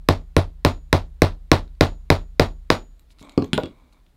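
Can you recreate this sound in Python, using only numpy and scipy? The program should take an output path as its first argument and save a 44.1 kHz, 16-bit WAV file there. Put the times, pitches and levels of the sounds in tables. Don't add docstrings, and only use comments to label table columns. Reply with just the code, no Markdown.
import sys
import numpy as np
from scipy import signal
from scipy.fft import rfft, irfft
from scipy.io import wavfile
from scipy.ndimage import uniform_filter1d

SR = 44100
rng = np.random.default_rng(int(sys.argv[2]) if len(sys.argv) > 2 else 0)


def gain_from_db(level_db):
    decades = np.asarray(level_db, float) / 20
    return 10 ** decades


def transcribe(signal):
    frames = np.atleast_2d(signal).T
    limited = np.clip(frames, -1, 1)
    pcm = np.round(limited * 32767).astype(np.int16)
    wavfile.write(sys.argv[1], SR, pcm)


N = 183730
LEAD = SR // 4

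# f/Hz, level/dB
KNOCK_REFLECTIONS = [(100, 2.5), (350, -6), (700, 0.5), (1500, -1), (4000, -2), (8000, -8.5), (15000, 9.5)]
# f/Hz, level/dB, t60/s
TOOLS = [(1421, -33, .06), (2837, -24, .045), (4100, -31, .05), (5146, -41, .07), (6907, -45, .12),
         (7908, -45, .06), (8818, -42, .12), (10040, -40, .09)]
# f/Hz, level/dB, t60/s
HANDLE = [(445, -21, 0.063), (501, -22.5, 0.11), (606, -16, 0.045), (790, -16.5, 0.025),
          (954, -15.5, 0.026), (1433, -17.5, 0.023)]
# f/Hz, level/dB, t60/s
AWL = [(3360, 0, .13)]
# f/Hz, level/dB, t60/s
CLAW = [(8100, 0, .09)]
# f/Hz, level/dB, t60/s
POLL = [(6907, 0, .3)]


def read(points, hz):
    f, value = np.transpose(points)
    return np.interp(np.log(hz + 1), np.log(f + 1), value)


def evened(x):
    return x / np.sqrt(np.mean(x ** 2) + 1e-20)


def add(mix, s, sound):
    part = mix[LEAD + round(s * SR):][:len(sound)]
    part += sound[:len(part)]


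def ring(modes, seconds, rise_s=.0001):
    t = np.arange(round(seconds * SR)) / SR
    hz, db, t60 = np.transpose(modes)[:, :, None]
    decaying = gain_from_db(db - 60 * t / t60) * np.sin(2 * np.pi * hz * t)
    return decaying.sum(0) * (1 - np.exp(-t / rise_s))


def shifted(modes, spread, spread_db):
    spot = rng.standard_normal((len(modes), 2))
    return [(hz * (1 + spread * a), db + spread_db * b, t60)
            for (hz, db, t60), (a, b) in zip(modes, spot)]


def coloured(points, size):
    hz = np.fft.rfftfreq(size, 1 / SR)
    spectrum = rfft(rng.standard_normal(size)) * gain_from_db(read(points, hz))
    return evened(irfft(spectrum, size))


def room_tail(tone, gap_s=0.00033, build_s=0.0099):
    # f/Hz, t60/s
    decay_times = [(100, 0.32), (400, 0.19), (1100, 0.16), (3000, 0.1623), (8000, .17), (15000, 0.11)]
    size = SR // 2
    hz, t, z = signal.stft(coloured(tone, size), SR, nperseg=256)
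    decay = gain_from_db(-60 * t / read(decay_times, hz)[:, None])
    tail = signal.istft(z * decay, SR, nperseg=256)[1][:size]
    t = np.arange(size) / SR
    tail = tail * (1 - np.exp(-np.maximum(t - gap_s, 0) / build_s))
    tail = tail * gain_from_db(2.5 * evened(uniform_filter1d(rng.standard_normal(size), size=90)))
    return tail / np.linalg.norm(tail)


def air():
    # f/Hz, level/dB
    air_spectrum = [(12, -21.5), (28, 0), (45, 3), (80, -15), (160, -18.5), (400, -29), (1000, -34.5),
                    (2800, -42), (3900, -40), (5500, -47), (15000, -50), (16500, -56)]
    return gain_from_db(-53.5) * coloured(air_spectrum, N)


def swish():
    swing = np.arange(round(0.045 * SR)) / (0.055 * SR)
    return gain_from_db(-75.5) * swing * coloured([(200, -10.0), (800, -3.5), (2500, 9), (5000, -17)], len(swing))


def blows(tail_db=13, sway_share=0.6):
    # t/s, force level/dB, low head mode level/dB, high head mode level/dB, sharp edge level/dB
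    strikes = [(-.19, -20, -76.5, -70, 0), (0.0875, -4, -58, -66.5, 8.5), (0.3658, -5.5, -66, -40, 3.5),
               (0.649, -2.5, -49, -54, 7.5), (0.9286, -3, -61, -57.5, 8.5), (1.2196, -3.5, -68, -50, 8),
               (1.5163, 0, -60.5, -66.5, 5), (1.8092, -1, -49, -72, 3.5), (2.1023, -1.5, -52, -75, 7),
               (2.3966, -2, -52, -64, 6), (2.7023, -1, -45.5, -74.5, -2)]
    # f/Hz, level/dB, t60/s
    face_modes = [(1966, 2, .0065), (3870, -3, .007), (5024, -6, 0.0081)]
    # f/Hz, level/dB, t60/s
    edge_modes = [(8600, -19.5, 0.0036), (13300, -22.5, 0.004)]
    # f/Hz, level/dB, t60/s
    shoe_modes = [(373, -0.5, .028), (528, 7, .011), (1064, 7, 0.0083), (1367, 1, .008)]
    # f/Hz, level/dB, t60/s
    bench_modes = [(91.2, -8.5, .19), (140.3, -8.5, .1), (158.4, -43, 0.8), (151, -47.5, .8),
                   (260.4, -16, .1), (315.6, -10.5, 0.081), (369.6, -9, 0.076), (438.3, -17.5, 0.094),
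                   (565, -20, .13), (607, -22, .14), (643, -21, .12), (686, -22, .1), (765, -23, .11),
                  (876, -24, .11), (943, -23, .1), (1036, -24, .1), (1100, -23, .1)]
    # f/Hz, level/dB, t60/s
    leg_modes = [(27.73, -24.5, 0.55), (37.67, -25, 0.99), (46.5, -38.5, 0.35), (64.31, -41.5, 2.6)]
    # f/Hz, t60/s
    head_modes = [(6907, .45), (10790, .15)]
    # f/Hz, level/dB
    blow_reflections = [(130, -27), (240, -1), (340, -3.5), (600, -1), (1000, -2), (1600, -10), (2200, -12),
                        (2900, -16.5), (3900, -13), (5500, -23), (7000, -32), (11000, -34), (15500, -38.5)]
    shoe_lag_s, bench_lag_s, legs_lag_s = .0011, .0048, .003
    same = .7

    out = np.zeros(N + LEAD)
    walls = room_tail(blow_reflections)
    legs = ring(leg_modes, 1.5, rise_s=0.0039)
    for s, force_db, low_db, high_db, edge_db in strikes:
        force = gain_from_db(force_db)
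        push_db = 0.75
        if s == strikes[-1][0]:
            push_db -= 7
        add(out, s, -force * ring(shifted(face_modes, .035, 1.6), .02))
        add(out, s, -gain_from_db(edge_db) * ring(shifted(edge_modes, .04, 1.3), .01))
        add(out, s + shoe_lag_s, force * ring(shifted(shoe_modes, .04, 1.8), .05))
        shaken = shifted(bench_modes, .012, 1.1)
        add(out, s + bench_lag_s, gain_from_db(push_db) * ring(shaken, .8, rise_s=.002))
        add(out, s + legs_lag_s, gain_from_db(sway_share * push_db) * legs)
        head = [(hz, db, t60) for (hz, t60), db in zip(head_modes, (low_db, high_db))]
        add(out, s, ring(head, .4))
        reflections = same * walls + np.sqrt(1 - same ** 2) * room_tail(blow_reflections)
        add(out, s, gain_from_db(force_db + tail_db) * reflections)
        if s > 0:
            add(out, s - .05, swish())
    return out


def chatter(sound, count=5):
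    at, size = rng.random((2, count))
    taps = np.zeros(round(.012 * SR))
    places = np.round(.004 * SR * at ** 1.5)
    taps[np.minimum(places, len(taps) - 1).astype(int)] = gain_from_db(-8) * (2 * size - 1)
    taps[0] = 1
    out = np.convolve(sound, taps)
    return out * np.linalg.norm(sound) / np.linalg.norm(out)


def knocks(wet_db=-3):
    # t/s, tick level/dB, brightness/(dB per octave)
    light_touches = [(1.678, -52, -1.5), (1.752, -55.5, 0.5), (2.871, -67, -0.5), (2.9952, -47.5, 13),
                     (3.1053, -49.5, 0), (3.1863, -42.5, -2.5), (3.1945, -41, 7), (3.207, -50, 7),
                     (3.2950, -34, 9), (3.3216, -45, 7.5), (3.479, -48, 10.5), (3.926, -49, -4),
                     (4.002, -61.5, 1), (4.065, -55.5, 0)]
    # t/s, tick level/dB, thud level/dB, thud f/Hz, brightness/(dB per octave)
    hammer_knocks = [(3.2127, -56.5, -28, 248, 1.5), (3.2270, -39.5, -55, 300, 14),
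                     (3.3772, -15, 6.5, 296.4, -4.5), (3.4229, -26.5, -3, 277, -7),
                     (3.4440, -26.5, -19, 223, 6.5), (3.5322, -7, -0.5, 226.6, -1),
                     (3.5780, -13, -5.5, 300, 4), (3.6350, -24.5, -9, 300, 0), (3.6579, -33, -20, 367, 2)]
    # multiple of the thud pitch/1, level/dB, t60/s
    thud_partials = [(1, 0, .02), (1.5, -12, .03), (2.3, -17, .015), (3.9, -26, .04)]
    # f/Hz, level/dB, t60/s
    tick_modes = [(1490, -13.5, 0.013), (2670, 9, 0.0016), (3836, -1, 0.005), (6970, -6.5, 0.002),
                  (11800, -24, .002)]
    # t/s, level/dB
    wall_echoes = [(.0116, -7), (.019, -12), (.031, -17)]
    # f/Hz, level/dB, t60/s
    underside_modes = [(95, -9.5, 0.13), (147, -2, 0.035), (291, -34, 0.073), (407, -10, 0.084)]

    out = np.zeros(N + LEAD)
    bench = ring(underside_modes, .3, rise_s=0.0016)
    touches = [(s, db, db - 19, 300, tilt_db) for s, db, tilt_db in light_touches]
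    for s, tick_db, thud_db, thud_hz, tilt_db in sorted(hammer_knocks + touches):
        partials = [(k * thud_hz, db, t60) for k, db, t60 in thud_partials]
        thud = gain_from_db(thud_db) * ring(partials, .05, rise_s=.002)
        tick = [(hz, db + tilt_db * np.log2(hz / 3500), t60)
                for hz, db, t60 in shifted(tick_modes, .08, 3)]
        skid = gain_from_db(tick_db) * chatter(ring(tick, .05))
        hit = -np.pad(thud, (0, round(.012 * SR) - 1)) - skid
        add(out, s, hit)
        for lag_s, db in wall_echoes:
            add(out, s + lag_s, -gain_from_db(db) * thud)
        add(out, s, gain_from_db(wet_db) * signal.fftconvolve(hit, room_tail(KNOCK_REFLECTIONS)))
        add(out, s + 0.00075, gain_from_db(-15 + 0.85 * thud_db) * bench)
    return out


def pressure():
    # start t/s, length t/s, level/dB, fade/dB
    strokes = [(3.085, 0.094, -63.5, -15), (3.15, .05, -67, -2), (3.207, 0.18, -45, -13.5),
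               (3.406, 0.24, -57, -7), (3.552, 0.373, -54.5, -11.5), (3.91, 0.1106, -60.5, -8)]
    rise_s, end_s = 0.021, 0.025
    t = np.arange(N) / SR
    total = np.zeros(N)
    for s, length, db, fade_db in strokes:
        press = np.clip((t - s) / rise_s, 0, 1) ** 2
        lift = np.clip((s + length - t) / end_s, 0, 1)
        total += press * lift * gain_from_db(db + fade_db * np.clip((t - s) / length, 0, 1))
    return total


def rub(grains_per_s=5000, spread_db=2.4):
    # f/Hz, bandwidth/Hz, level/dB
    rub_resonances = [(270, 70, 0), (600, 300, -12), (1000, 500, -11), (2260, 260, -13), (3700, 800, -22),
                      (7000, 5000, -38)]
    strength = gain_from_db(spread_db * np.minimum(rng.exponential(1, N), 4))
    slips = rng.random(N) < grains_per_s / SR
    grains = strength * slips * rng.standard_normal(N)
    hz = np.fft.rfftfreq(N, 1 / SR)
    body = np.sqrt(sum(gain_from_db(2 * db) / (1 + (2 * (hz - f) / bandwidth) ** 2) ** 2
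                       for f, bandwidth, db in rub_resonances))
    return pressure() * evened(irfft(rfft(grains) * body, N))


def rustles():
    # start t/s, length t/s, level/dB
    sleeve_moves = [(3.092, 0.049, -61.5), (3.174, 0.069, -58), (3.92, 0.023, -64.5)]
    # f/Hz, level/dB
    cloth_spectrum = [(1000, -20), (2500, -9.5), (4000, 8), (6000, 0), (11000, -4), (16000, -18)]
    out = np.zeros(N + LEAD)
    for s, length, db in sleeve_moves:
        noise = coloured(cloth_spectrum, SR // 5)[:round(length * SR)]
        add(out, s, gain_from_db(db) * noise * np.hanning(len(noise)))
    return out


def clinks():
    # (t/s, level/dB)
    ringing_objects = [(TOOLS, [(3.5325, 1.5)]), (HANDLE, [(3.5795, 7), (3.636, -19)]),
                       (AWL, [(3.636, -41.5)]), (CLAW, [(3.245, -62), (3.379, -62)]), (POLL, [(3.296, -67),
                       (3.578, -59)])]
    held_s = 0.057
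    out = np.zeros(N + LEAD)
    for modes, strikes in ringing_objects:
        rise_s = .0025 if modes is HANDLE else .0001
        for s, db in strikes:
            clink = gain_from_db(db) * ring(modes, .25, rise_s=rise_s)
            if modes is TOOLS:
                clink = clink * gain_from_db(-900 * np.maximum(np.arange(len(clink)) / SR - held_s, 0))
            add(out, s, clink)
            add(out, s, gain_from_db(-5.0) * signal.fftconvolve(clink, room_tail(KNOCK_REFLECTIONS)))
    return out


def scene():
    hits = blows() + knocks() + rustles() + clinks()
    return (hits[LEAD:] + rub() + air())[None]


def roll_off(x):
    return signal.sosfilt(signal.butter(12, 16540, fs=SR, output="sos"), x)


def record(dry):
    clipped = np.clip(dry, -.93, .93)
    tilted = signal.lfilter(*signal.butter(1, 18, "high", fs=SR), clipped)
    limited = signal.oaconvolve(tilted, signal.firwin(255, 15950, fs=SR)[None], "same")
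    finished = np.clip(limited, -1, 1)
    return roll_off(finished)


dry = scene()
out = record(dry)
transcribe(out)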